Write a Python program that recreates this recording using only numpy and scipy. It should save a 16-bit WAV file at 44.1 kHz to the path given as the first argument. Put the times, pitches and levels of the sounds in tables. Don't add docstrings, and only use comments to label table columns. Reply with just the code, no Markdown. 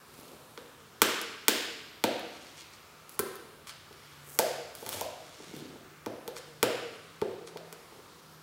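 import sys
import numpy as np
from scipy import signal
from scipy.io import wavfile

SR = 44100
rng = np.random.default_rng(int(sys.argv[2]) if len(sys.argv) > 2 else 0)


def boost_factor(decibels):
    exponent = np.asarray(decibels, float) / 20
    return 10 ** exponent


def digitize_waveform(pressure):
    field = np.atleast_2d(pressure).T
    bounded = np.clip(field, -1, 1)
    quanta = np.round(bounded * 32767).astype(np.int16)
    wavfile.write(sys.argv[1], SR, quanta)


N = 371322


def rms_one(x):
    return x / np.sqrt(np.mean(x ** 2) + 1e-20)


def band(x, low_hz, high_hz):
    sos = signal.butter(2, [low_hz, min(high_hz, 0.45 * SR)], "band", fs=SR, output="sos")
    return signal.sosfilt(sos, x + 1e-18)


def high_pass(x, order, hz):
    return signal.sosfilt(signal.butter(order, hz, "high", fs=SR, output="sos"), x)


def at_hz(points, hz, column=1):
    points = np.array(points)
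    return np.interp(np.log(hz), np.log(points[:, 0]), points[:, column])


def drift(knots_per_s):
    knots = rng.standard_normal(400)
    return np.interp(np.arange(N) / SR * knots_per_s, np.arange(400), knots)


def strikes(times_s, shapes):
    out = np.zeros(N + SR)
    for s, shape in zip(times_s, shapes):
        at = max(round(s * SR), 0)
        out[at:at + len(shape)] += shape
    return out[:N]


def rings(db, hz, t60_s, swell_s):
    t = np.arange(SR // 5) / SR
    decay_db = 60 * t / np.clip(t60_s, 0.005, 0.4)[:, None]
    envelope = boost_factor(db[:, None] - decay_db) * (1 - np.exp(-t / swell_s))
    return envelope * np.sin(2 * np.pi * hz[:, None] * t)


# frequency in Hz, level in dB per Hz.
AIR = [(15, -47), (25, -22), (87, 0.5), (149, -1.5), (212, -2.5), (476, -1), (659, -6.5), (775, -5.5),
       (988, -4), (1260, -2), (2000, -9.5), (3820, -12), (11900, -19), (16000, -20)]
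AIR_DB = -56.5


def air(patchy_db=1.6):
    white = rng.standard_normal((2, N))
    edges_hz = 22 * 2 ** np.arange(0, 9.8, 1 / 3)
    out = np.zeros(N)
    for k, (low, high) in enumerate(zip(edges_hz, edges_hz[1:])):
        level_db = at_hz(AIR, np.sqrt(low * high)) + patchy_db * drift(3.7)
        out += boost_factor(level_db) * band(white[k % 2], low, high)
    return boost_factor(AIR_DB) * rms_one(out)


# time in seconds, pitch in Hz, level in dB.
MOTOR = [(0, 152, -71.5), (2.7, 152, -74), (3.0, 155, -68), (4.0, 148, -69), (4.2, 144, -58.5),
         (4.6, 142, -62), (4.75, 145, -73), (6.3, 149, -64), (6.6, 150, -62), (6.8, 158, -69.5),
         (7.1, 163, -63.5), (7.4, 163, -65.5), (7.7, 165, -56.5), (7.85, 162, -75), (8.15, 160, -73),
         (8.3, 157, -61), (8.42, 156, -61)]


def motor():
    s, hz_knots, db_knots = np.transpose(MOTOR)
    t = np.arange(N) / SR
    hz = np.interp(t, s, hz_knots)
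    level_db = np.interp(t, s, db_knots) + 1.3 * drift(7)
    return np.sqrt(2) * boost_factor(level_db) * np.sin(2 * np.pi * np.cumsum(hz) / SR)


# delay in seconds, level in dB.
ECHOES = [(.0009, -3.5), (.0021, -9.5), (.0034, -17), (.0054, -17), (.0068, -11), (.0126, -14),
          (.0195, -24), (.023, -26)]
# frequency in Hz, t60 in seconds, level in dB.
ROOM = [(100, 0.8, -11.5), (300, 0.95, -9.5), (680, 0.78, -6), (1150, 1.08, -6.5), (2560, 1.14, -5.5),
        (4760, 1.06, -7.5), (7000, 0.76, -10.5), (10000, 0.65, -12), (14000, 0.42, -14)]


def room(x, echo_db, build_s=0.0028):
    t = np.arange(int(1.3 * SR)) / SR
    white = rng.standard_normal((2, len(t)))
    edges_hz = 60 * 2 ** np.arange(0, 8.6, 0.5)
    response = np.zeros(len(t))
    for k, (low, high) in enumerate(zip(edges_hz, edges_hz[1:])):
        hz = np.sqrt(low * high)
        level_db = at_hz(ROOM, hz, column=2) - 27.5 - 60 * t / at_hz(ROOM, hz)
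        response += band(white[k % 2], low, high) * boost_factor(level_db)
    response *= 1 - np.exp(-(t / build_s) ** 2)
    response[0] = 1
    for s, level_db in ECHOES:
        response[round(s * SR)] += boost_factor(level_db + echo_db)
    return signal.fftconvolve(x, response)[:N]


# start in seconds, length in seconds, level in dB, lowest Hz, highest Hz.
RUBS = [(.01, 0.42, -62, 1200, 15000), (0.055, 0.37, -57, 200, 550), (2.19, 0.44, -60, 1500, 7000),
        (2.55, 0.09, -54, 1800, 7500), (2.712, 0.055, -58, 1800, 7000), (3.087, 0.088, -58, 4900, 15600),
        (3.665, 0.055, -49, 1000, 10000), (3.8, 0.66, -63, 990, 4430), (4.22, 0.24, -53, 5960, 15500),
        (4.733, 0.12, -55, 2500, 15500), (4.82, 0.27, -46.5, 900, 13000), (4.82, 0.27, -47.5, 248, 880),
        (4.909, 0.053, -50.5, 1000, 15500), (5.09, 0.73, -58.5, 900, 7000), (5.42, 0.42, -53.5, 150, 421),
        (5.525, 0.09, -57, 1500, 15000), (6.355, 0.04, -47.5, 1300, 10000), (6.9, 0.081, -65, 1500, 8000),
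        (7.459, 0.04, -54, 3060, 9000), (7.855, 0.15, -68, 1500, 5980), (8.28, .08, -68, 2000, 15500)]
GRAINS_PER_CYCLE, MOST_GRAINS_PER_S = 3.3, 3000


def handling(uneven_db=4.1):
    sizes = boost_factor(uneven_db * np.minimum(rng.exponential(1, N), 5)) * rng.choice([-1, 1], N)
    chance = rng.random(N)
    out = np.zeros(N)
    for s, length_s, db, low_hz, high_hz in RUBS:
        span = slice(max(round(s * SR), 0), min(round((s + max(length_s, 0.02)) * SR), N))
        grains_per_s = np.clip(GRAINS_PER_CYCLE * low_hz, 200, MOST_GRAINS_PER_S)
        caught = chance[span] < grains_per_s / SR
        grains = band(sizes[span] * caught, low_hz, high_hz)
        stroke = np.sin(np.linspace(0, np.pi, len(grains)))
        out[span] += boost_factor(db) * rms_one(grains) * stroke
    return out


# time in seconds, peak in dB, pitch in Hz, t60 in seconds.
TABLE = [(1.017, -34, 114, 0.091), (2.042, -37, 107, 0.13), (3.199, -45, 100, .15), (4.86, -44, 110, .15),
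         (4.95, -39, 100, 0.17), (5.02, -47, 65, 0.18), (5.56, -44, 149, 0.14), (6.066, -41, 111, .15),
         (6.631, -39.5, 123, 0.27), (7.221, -47, 111, .15)]


def table_booms():
    s, db, hz, t60_s = np.transpose(TABLE)
    return strikes(s, rings(db, hz, t60_s, swell_s=0.017))


DELAY_S = 0.001001
# time in seconds, peak in dB, struck panel in Hz, share of the
# low modes in dB, share of the upper modes in dB.
THUMPS = [(0.578, -34.1, 476.0, -13.3, -28.7), (1.018, -15.0, 444.0, -10.1, -13.6),
          (1.483, -18.1, 447.0, -7.8, -12.1), (2.039, -16.3, 491.0, -6.8, -4.6),
          (3.196, -18.4, 411.0, -16.3, -26.7), (4.391, -14.2, 490.0, -18.6, -4.4),
          (4.825, -31.7, 473.0, -15.4, -9.4), (4.866, -35.3, 520.0, -11.5, -6.5),
          (5.012, -28.0, 500.0, -20.8, 0.3), (5.4, -38.1, 425.0, -8.8, -13.2),
          (5.535, -36.6, 504.0, 0.3, -15.7), (5.618, -50.1, 450.0, 11.9, -4.0),
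          (6.064, -25.5, 477.0, -5.8, -7.6), (6.28, -25.8, 470.0, -32.3, -15.1),
          (6.63, -11.4, 471.0, -16.0, -12.2), (7.22, -14.6, 422.0, -20.6, -17.6),
          (7.557, -30.9, 448.0, -21.0, -8.2)]
# time in seconds, peak in dB, struck
# panel in Hz.
MORE_THUMPS = [(0.223, -55, 435), (0.331, -43.5, 500), (0.618, -48, 490), (0.647, -55, 470), (0.951, -55, 463),
               (3.908, -42.5, 414), (4.279, -46, 460), (4.356, -42, 480), (5.756, -40, 430), (7.488, -41, 422),
               (7.727, -39, 444), (7.921, -42, 437), (7.959, -48, 440), (7.992, -47, 440), (8.326, -55, 401)]
MORE_LOW_DB, MORE_UPPER_DB = -14, -12
# frequency in Hz, level in dB, t60 in seconds.
BOX = [
    [(204, -4, 0.064), (243, 1, 0.062), (316.6, 4.5, 0.053)],
    [(608, 4, 0.045), (704, 3.5, 0.038)],
    [(882, 1.5, 0.026), (998, -2, 0.028)],
]


def box_thumps(panel_t60_s=0.036):
    taps = [(*tap, MORE_LOW_DB, MORE_UPPER_DB) for tap in MORE_THUMPS]
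    s, db, hz, low_db, upper_db = np.transpose(THUMPS + taps)
    each = np.ones(len(s))
    box = rings(db - 0.5, hz, panel_t60_s * each, swell_s=0.00041)
    top_db = upper_db - 3.2
    for share_db, group in zip([low_db, upper_db, top_db], BOX):
        detune = 1 + 0.035 * rng.standard_normal((len(s), len(group)))
        for j, (mode_hz, mode_db, t60_s) in enumerate(group):
            level_db = db + share_db + mode_db - 2.0
            mode = rings(level_db, mode_hz * detune[:, j], t60_s * each, swell_s=0.00059)
            box -= (-1) ** j * mode
    return strikes(s + DELAY_S, box)


# time in seconds, peak in dB, brightness in dB per film resonance upward,
# fullness of the two middle resonances in dB.
CRACKS = [(0.2094, -33.1, 2.1, -7.9), (0.254, -38.8, 2.2, -3.4), (0.5752, -30.8, -2.8, 5.1),
          (0.8024, -51.7, -1.0, 15.6), (1.0175, 3.2, 2.7, 4.1), (1.2138, -21.4, 5.6, -0.8),
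          (1.4812, 2.2, 3.6, 2.4), (2.0386, -10.3, 2.0, 7.0), (2.1934, -29.0, 0.8, 0.2),
          (3.0929, -34.0, 9.0, -0.1), (3.1912, -6.9, 4.1, -7.6), (3.195, -12.2, 1.4, -2.6),
          (3.3548, -30.3, 5.6, -4.5), (3.6704, -30.1, 0.6, 0.9), (3.6935, -31.5, 0.6, 7.5),
          (3.927, -47.7, 4.2, 13.3), (4.3885, -2.3, 6.6, -2.0), (4.7506, -28.9, 7.3, 0.7),
          (4.863, -23.5, 3.9, 1.0), (4.89, -22.6, 8.9, 4.0), (4.9276, -22.9, 3.7, 2.6),
          (5.01, -20.6, 7.4, 3.2), (6.0606, -25.9, 0.5, 5.2), (6.2771, -24.8, 4.0, 3.2),
          (6.3653, -32.5, -1.9, 9.7), (6.6278, -5.8, 4.3, 3.5), (7.215, -24.9, -1.3, 4.1),
          (7.474, -37.6, -2.8, 5.7), (7.5712, -34.3, 1.6, 8.0), (7.7258, -24.9, 2.5, -0.7)]
# centre in Hz, width in Hz.
FILM = [(1280, 640), (3050, 2400), (5800, 4200), (12700, 5900)]
FILM_SHARE_DB = -15


def cracks(burst_s=0.00035, ragged=0.23):
    s, db, bright_db, full_db = np.transpose(CRACKS)
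    decay = np.exp(-np.arange(120) / SR / burst_s)
    force = ragged * rng.standard_normal((len(s), 120)) * decay
    force[:, 0] = -1.68
    out = np.zeros(N)
    for k, (hz, width_hz) in enumerate(FILM):
        low_hz, high_hz = hz - width_hz / 2, hz + width_hz / 2
        impulse_peak = np.abs(band(np.eye(1, 400)[0], low_hz, high_hz)).max()
        share_db = FILM_SHARE_DB + bright_db * (k - 1.5) + full_db * (k in (1, 2))
        hits = strikes(s + DELAY_S, force * boost_factor(db + share_db - 1.4)[:, None])
        out += band(hits, low_hz, high_hz) / impulse_peak * (-1) ** k
    return out


def scene():
    snap = high_pass(cracks(), 2, 140)
    thud = high_pass(box_thumps() + table_booms(), 3, 80)
    mono = room(snap + thud, echo_db=0.01) + room(handling(), echo_db=-9) + motor() + air()
    return np.array([mono, mono])


def low_pass(x):
    return signal.sosfilt(signal.butter(12, 17320, fs=SR, output="sos"), x)


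CUTOFF_HZ = 16130


def record(dry):
    x = 0.94 * np.tanh(dry / 0.8)
    x = signal.sosfilt(signal.cheby2(14, 60, CUTOFF_HZ * 1.025, fs=SR, output="sos"), x)
    return low_pass(x)


dry = scene()
out = record(dry)
digitize_waveform(out)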